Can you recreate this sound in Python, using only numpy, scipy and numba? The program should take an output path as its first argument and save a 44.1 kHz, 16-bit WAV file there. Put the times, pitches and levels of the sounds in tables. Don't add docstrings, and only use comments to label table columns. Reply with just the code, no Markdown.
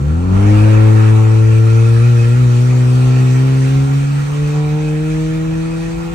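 import sys
import numpy as np
from scipy import signal
from scipy.fft import rfft, irfft, next_fast_len
from scipy.io import wavfile
from scipy.ndimage import uniform_filter1d, map_coordinates
from numba import njit

SR = 44100
rng = np.random.default_rng(int(sys.argv[2]) if len(sys.argv) > 2 else 0)


def dump(signal):
    limited = np.clip(np.atleast_2d(signal).T, -1, 1)
    pcm = np.round(limited * 32767).astype(np.int16)
    wavfile.write(sys.argv[1], SR, pcm)


N = 271082


def undb(db):
    return 10 ** (np.asarray(db) / 20)


def curves(table):
    time_s, *columns = np.transpose(table)
    return [np.interp(np.arange(N) / SR, time_s, c) for c in columns]


def unit(x):
    return x / np.sqrt(np.mean(x ** 2))


def walk(rate_hz):
    hold = int(SR / rate_hz)
    steps = np.repeat(rng.standard_normal(N // hold + 1), hold)
    smooth = uniform_filter1d(uniform_filter1d(steps, hold), hold)
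    return unit(smooth[:N])


def below(x, hz):
    return signal.sosfiltfilt(signal.butter(4, hz, fs=SR, output="sos"), x)


@njit
def bandpass(x, hz, width_hz):
    y, band, low = np.empty(len(x)), 0., 0.
    g, damping = np.tan(np.pi * hz / SR), width_hz / hz
    for i in range(len(x)):
        v = (band + g * (x[i] - low)) / (1 + g * (g + damping))
        band = 2 * v - band
        low += 2 * g * v
        y[i] = damping * v
    return y


def ring(x, modes, count=1):
    out = 0
    for hz, width_hz, left, right in modes:
        y = x
        for _ in range(count):
            y = bandpass(y, float(hz), float(width_hz))
        out = out + np.outer([left, right], y)
    return out


# pitch_hz, likeness (0-1), left_lead_rad, left_minus_right_db
MIC_PORTS = [(20, .995, 0, 0), (90, .99, .05, .5), (200, .9, .2, 1), (520, .55, .2, 1), (780, .45, -3.9, 0),
             (1290, .4, -3.7, -1), (1700, .35, -2, -5), (2580, .7, .3, -3), (3100, .35, 3.1, -2),
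             (4570, .5, 7.5, 0), (5200, .2, 10, 2), (6030, .4, 13.3, 4), (7410, .5, 15, 5),
             (7800, .2, 17, 3), (8300, .72, 18.85, 0), (10200, .78, 16.6, 0), (10500, .99, 15.75, 0),
             (11700, .99, 15.65, 0), (12800, .45, 13.6, 0), (13900, 1, 12.57, 0), (15800, .9, 12.5, 0)]


def roar(spectrum, flicker_db, rate_hz, source, bands_per_octave=3):
    size = next_fast_len(N)
    hz = np.fft.rfftfreq(size, 1 / SR) + 0.00083
    f, density_db = np.transpose(spectrum)
    octave = np.log2(hz)
    shape = undb(np.interp(np.log(hz), np.log(f), density_db)) * (hz > f[0]) * (hz < f[-1])

    port_hz, *columns = np.transpose(MIC_PORTS)
    alike, lead_rad, pan_db = (np.interp(hz, port_hz, c) for c in columns)
    alike = np.clip(alike, 0, 1)
    sides = np.array([[.5], [-.5]])
    shared = rfft(source, size) * np.exp(1j * sides * lead_rad)
    own = rfft(rng.standard_normal((2, N)), size)
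    pair = np.sqrt(alike) * shared + np.sqrt(1 - alike) * own
    pair = pair * shape * undb(sides * pan_db)

    out = 0
    step = 1 / bands_per_octave
    for centre in np.arange(np.log2(f[0]), np.log2(f[-1]) + step, step):
        edge = np.cos(np.pi / 2 * np.clip(bands_per_octave * (octave - centre), -1, 1))
        band = irfft(pair * edge ** 2, size)[:, :N]
        out = out + band * undb(flicker_db * walk(rate_hz))
    return unit(out)


# pitch_hz, relative_density_db (per Hz)
ROAD_SPECTRUM = [(18, -20.5), (30, -9.5), (45, -1), (60, -3), (90, -11.5), (140, -9.5), (200, -15.5),
                 (300, -32)]
# centre_s, swell_db, length_s (centre to 1/e of the swell)
ROAD_BUMPS = [(0.1, -2, 0.14), (0.36, 10.5, 0.15), (0.62, 8, 0.09), (1.56, 4, 0.05), (3.77, 4, 0.074),
              (4.201, 3, 0.17), (5.55, 3, 0.059)]
ROAD_DB = -32


def road():
    t = np.arange(N) / SR
    swell_db = sum(db * np.exp(-((t - s) / length_s) ** 2) for s, db, length_s in ROAD_BUMPS)
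    return undb(ROAD_DB + swell_db) * roar(ROAD_SPECTRUM, 2.5, 6, rng.standard_normal(N))


# pitch_hz, relative_density_db (per Hz)
AIR_SPECTRUM = [(2200, -17.5), (3000, -1), (4500, -5), (7400, -6), (8300, -8), (10000, -13), (11000, -14),
                (12000, -22.5), (14000, -19.5), (15700, -26)]


def intake_air(puff):
    return puff * roar(AIR_SPECTRUM, 1.53, 21.96, rng.standard_normal(N), bands_per_octave=6)


CLATTER_TOP_HZ = 1730


def clatter(phase, count=128):
    firing, turn, cycle = rng.standard_normal((3, 2, 4 * count))
    each_firing = np.tile(firing[:, :count], 4)
    each_turn = np.tile(turn[:, :2 * count], 2)
    patterns = undb(-1.5) * each_firing + each_turn + undb(-13.0) * cycle
    crank = np.unwrap(phase, period=1) * count % (4 * count)
    a, b = (map_coordinates(p, [crank], order=3, mode="grid-wrap") for p in patterns)
    drift_rad = 0.54 * walk(1.89)
    locked = np.cos(drift_rad) * a + np.sin(drift_rad) * b
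    free = rng.standard_normal(N)
    dull = signal.butter(2, CLATTER_TOP_HZ, fs=SR, output="sos")
    return unit(signal.sosfiltfilt(dull, 0.91 * locked - 0.7 * free) + 1.61 * free)


CABIN_T60_S = 0.043


def reflect(x):
    t = np.arange(SR // 8) / SR
    tail = rng.standard_normal(len(t)) * undb(-60 * t / CABIN_T60_S)
    tail[0] = undb(27.5)
    return unit(signal.fftconvolve(x, tail)[:N])


# pitch_hz, relative_density_db (per Hz)
GAS_SPECTRUM = [(88, -40), (150, -11), (162, -20), (220, -15.5), (475, -19), (688, -31.5), (824, -23),
                (1370, -21.5), (1600, -26.5), (2300, -29.5), (2700, -35), (3300, -51)]


def gas_roar(phase, puff):
    return puff * roar(GAS_SPECTRUM, 1.96, 26, reflect(clatter(phase)), bands_per_octave=5)


# pitch_hz, width_hz, relative_level_db (before width weighting)
TRIM_MODES = [(737, 108, 4), (1368, 26, 2), (1918, 60, -4.5), (2542, 33, -3), (3600, 290, 0.5)]
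# time_s, lower_db, upper_db
TRIM_TONES = [(0, 5, -11), (1.0, -3, -9.5), (1.4, 7.5, -2.5), (1.9, 12.5, 12), (2.7, 5, 3.5),
              (3.4, -2, -7.5), (4.2, 4, -5), (4.6, -5.5, -11.5), (4.9, -1.5, 9), (5.3, -4, -3),
              (5.8, 1.5, 6.5), (6.15, 9.5, 2)]


def trim(gas):
    out = 0
    lower_db, upper_db = curves(TRIM_TONES)
    for (hz, width_hz, db), swell_db in zip(TRIM_MODES, (0, lower_db, 0, upper_db, 0)):
        tone = unit(np.array([bandpass(g, float(hz), float(width_hz)) for g in gas]))
        level_db = db + swell_db + 1.0 * walk(9.5) + 0.26 * walk(0.63)
        out = out + undb(level_db) * np.sqrt(width_hz) * tone
    return unit(out)


# time_s, knock_db, second_knock_lag (firing gaps), unevenness (factor), upper_partials_db
VALVE_GEAR = [(0, -47, .005, 1.75, -4), (0.3, -37.5, 0.0073, 1.6, -18), (0.45, -45, .005, 0.63, -7.5),
              (0.75, -40, .005, 0.46, -0.5), (1.2, -36, .005, 0.35, -1.5), (1.6, -46, 0.006, .35, -1.5),
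              (2.0, -38, 0.0066, 0.46, -1.5), (2.4, -46.5, 0.017, 1.3, -2.5), (2.8, -37, 0.033, 1.83, -2),
              (3.5, -41.5, 0.04, 3.2, 0), (3.9, -41.5, 0.08, 1.85, 1), (4.26, -44, 0.088, 1.4, -8),
              (4.34, -42, .095, .9, -2), (4.8, -38.5, 0.025, 1.1, -1.5), (5.2, -48, 0.023, 0.84, -2),
              (6.15, -45, 0.049, 0.61, 2)]
# pitch_hz, width_hz, left_gain, right_gain (signed, relative)
HEAD_MODES = [(700, 40, -0.3, -0.27), (965, 37, .6, -0.04), (747.9, 40, 1, 0.7), (849, 46, 0.12, -1.3),
              (919, 55, 0.26, .8), (1088, 49, 0.37, 0.44), (1195, 23, -0.65, -0.2), (1346, 68, 0.54, 0.37)]


def knock(phase):
    level_db, lag = curves(VALVE_GEAR)[:2]
    crank = np.unwrap(phase, period=1)
    clicks = sum(np.diff(np.floor(c / 2), prepend=0.) > 0 for c in (crank, crank - 1 - lag))
    struck = clicks * undb(1.9 * walk(60) + 2.8 * walk(5.1))
    return undb(level_db) * unit(ring(struck, HEAD_MODES, count=2))


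# start_s, swing_hz (of firing rate, before damping)
DRIVELINE_JOLTS = [(1.999, 4.5), (2.321, 4), (3.241, -3), (4.22, 1.57), (4.699, 2)]
ROCK_HZ, ROCK_DECAY_S = 3.2, 0.26


def rocking():
    start_s, swing_hz = np.transpose(DRIVELINE_JOLTS)
    since_s = np.maximum(np.arange(N) / SR - start_s[:, None], 0)
    return swing_hz @ (np.exp(-since_s / ROCK_DECAY_S) * np.sin(2 * np.pi * ROCK_HZ * since_s))


@njit
def fire(hz, corner_hz, rate_factor, size):
    out, phase = np.empty(len(hz)), np.empty(len(hz))
    p, k, y, carry = 1., 0, 0., 0.
    for i in range(len(hz)):
        step = hz[i] * rate_factor[k] / SR
        p += step
        x, carry = carry, 0.
        if p >= 1:
            p, k = p - 1, k + 1
            x = size[k] * p / step / step / 2
            carry = size[k] * (1 - p / step) / step / 2
        y += (1 - np.exp(-2 * np.pi * corner_hz[i] / SR)) * (x - .5 - y)
        out[i], phase[i] = y, p
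    return out, phase


# time_s, firing_rate_hz (before rocking), pulse_db, pulse_corner_hz
ENGINE_RUN = [(0, 68.7, 3, 145), (0.12, 79.5, 8.5, 90), (0.25, 91.3, 4, 201), (0.35, 96.2, 12.5, 162),
              (0.5, 103.8, 12.5, 280), (0.72, 108.7, 10.5, 312), (1.1, 109.7, 10.5, 202),
              (1.6, 111.3, 8.5, 200), (2.0, 115.8, 6.5, 249.9), (2.6, 123.7, 4, 367), (3.1, 127.1, 4, 566),
              (3.6, 132.9, 3.5, 424), (4.1, 140.8, 2.5, 361.6), (4.25, 142, 1.9, 453),
              (4.4, 147.2, 4.5, 422), (4.7, 149.9, 3, 700.5), (5.2, 157.6, 5, 554.6),
              (5.6, 162.2, 4.5, 485), (6.15, 168.2, 0, 518.5)]
CYLINDER_STRENGTH = [0.19, 0.036, 0.26, 0.028]
CYLINDER_RATE = [.012, -.008, .008, -.012]
# pitch_hz, width_hz, left_gain, right_gain (signed)
CABIN_MODES = [(76, 26.8, -0.18, -0.14), (112.5, 23.4, -0.28, -0.22), (134.8, 38.5, 0.28, 0.27),
               (180, 158, 0.0043, 0.034), (183, 10, 0.1, -0.0033), (220.5, 16, -0.078, -0.035),
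               (271.3, 57.7, 0.12, 0.058), (280.8, 23.8, -0.069, -0.14), (308.8, 21, 0.054, 0.024),
               (325.6, 22.6, 0.044, -0.073), (339.5, 54, -0.0012, 0.044), (388.7, 18, -0.0012, 0.034),
               (411.6, 84, -0.034, -0.05), (441, 35.4, 0.073, 0.07), (470.8, 43.6, -0.045, -0.065),
               (482.2, 17, 0.011, 0.034), (546, 44, -0.018, 0.0041), (640, 120, -0.0034, -0.009),
               (720, 15, -0.0028, 0.011), (489, 57, -0.026, 0.0061), (567, 33, 0.0085, 0.0095),
               (521, 31, 0.03, 0.022)]
# centre_s, swell_db
LOW_SWELLS = [(3.69, -1.6), (3.79, 1.5), (3.88, -2), (3.97, 2), (4.27, -3), (4.36, -4), (4.53, -2),
              (4.58, 3), (4.65, 1), (4.74, 3)]
SWELL_S, SWELL_TOP_HZ = 0.031, 201
UPPER_HZ = 360
SEATS_HZ = 630


def exhaust():
    hz, load_db, corner_hz = curves(ENGINE_RUN)
    rate_chance, size_chance = rng.standard_normal((N // 200, 2)).T
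    uneven, upper_db = curves(VALVE_GEAR)[2:]
    uneven = np.interp(np.arange(len(rate_chance)), np.cumsum(hz) / SR, uneven)
    size_db = uneven * (np.resize(CYLINDER_STRENGTH, len(uneven)) + 0.12 * size_chance)
    rate_factor = 1 + uneven * np.resize(CYLINDER_RATE, len(uneven)) + 0.0021 * rate_chance
    pulses, phase = fire(hz + rocking(), corner_hz, rate_factor, undb(size_db))
    pulses = pulses * undb(load_db + 0.35 * walk(18))

    t = np.arange(N) / SR
    swell_db = sum(db * np.exp(-((t - s) / SWELL_S) ** 2) for s, db in LOW_SWELLS)
    note = ring(pulses, CABIN_MODES)
    lowest, to_middle, to_seats = (below(note, f) for f in (SWELL_TOP_HZ, UPPER_HZ, SEATS_HZ))
    top = undb(-4.5 + 3 * walk(7)) * (note - to_seats)
    upper = to_seats - to_middle + top
    return undb(swell_db) * lowest + to_middle - lowest + undb(upper_db) * upper, phase


# time_s, low_roar_db, high_roar_db, air_hiss_db
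NOISE_LEVELS = [(0, -35, -39, -45.5), (0.29, -29.5, -36.5, -45.5), (0.37, -25.5, -30, -40.5),
                (0.55, -24, -25, -36.5), (0.85, -24, -25.5, -36.5), (1.3, -29, -30, -40),
                (1.9, -31.5, -30.5, -37.5), (3.6, -32, -29.5, -37.5), (4.3, -32, -31, -39.5),
                (5.1, -35.5, -31.5, -40.5), (5.45, -33.5, -32.5, -42.5), (6.15, -34.5, -33.5, -41)]


def scene():
    low_db, high_db, air_db = curves(NOISE_LEVELS)
    note, phase = exhaust()
    puff = unit(1 + 0.068 * np.cos(2 * np.pi * phase))
    buffet = undb(0.7 * walk(27.955))
    gas = gas_roar(phase, puff)
    gas = gas + undb(-5.5) * trim(gas)
    low = signal.sosfiltfilt(signal.butter(5, 1500, fs=SR, output="sos"), gas)
    engine = undb(low_db) * low + undb(high_db) * buffet * (gas - low)
    air = undb(air_db) * buffet * intake_air(puff)
    return note + knock(phase) + engine + air + road()


TOP_HZ = 15750


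def record(dry):
    knee, room = .7, .27
    over = np.maximum(np.abs(dry) - knee, 0)
    rounded = dry - np.sign(dry) * (over - room * np.tanh(over / room))
    return signal.sosfilt(signal.ellip(10, .2, 80, TOP_HZ, fs=SR, output="sos"), rounded)


dry = scene()
out = record(dry)
dump(out)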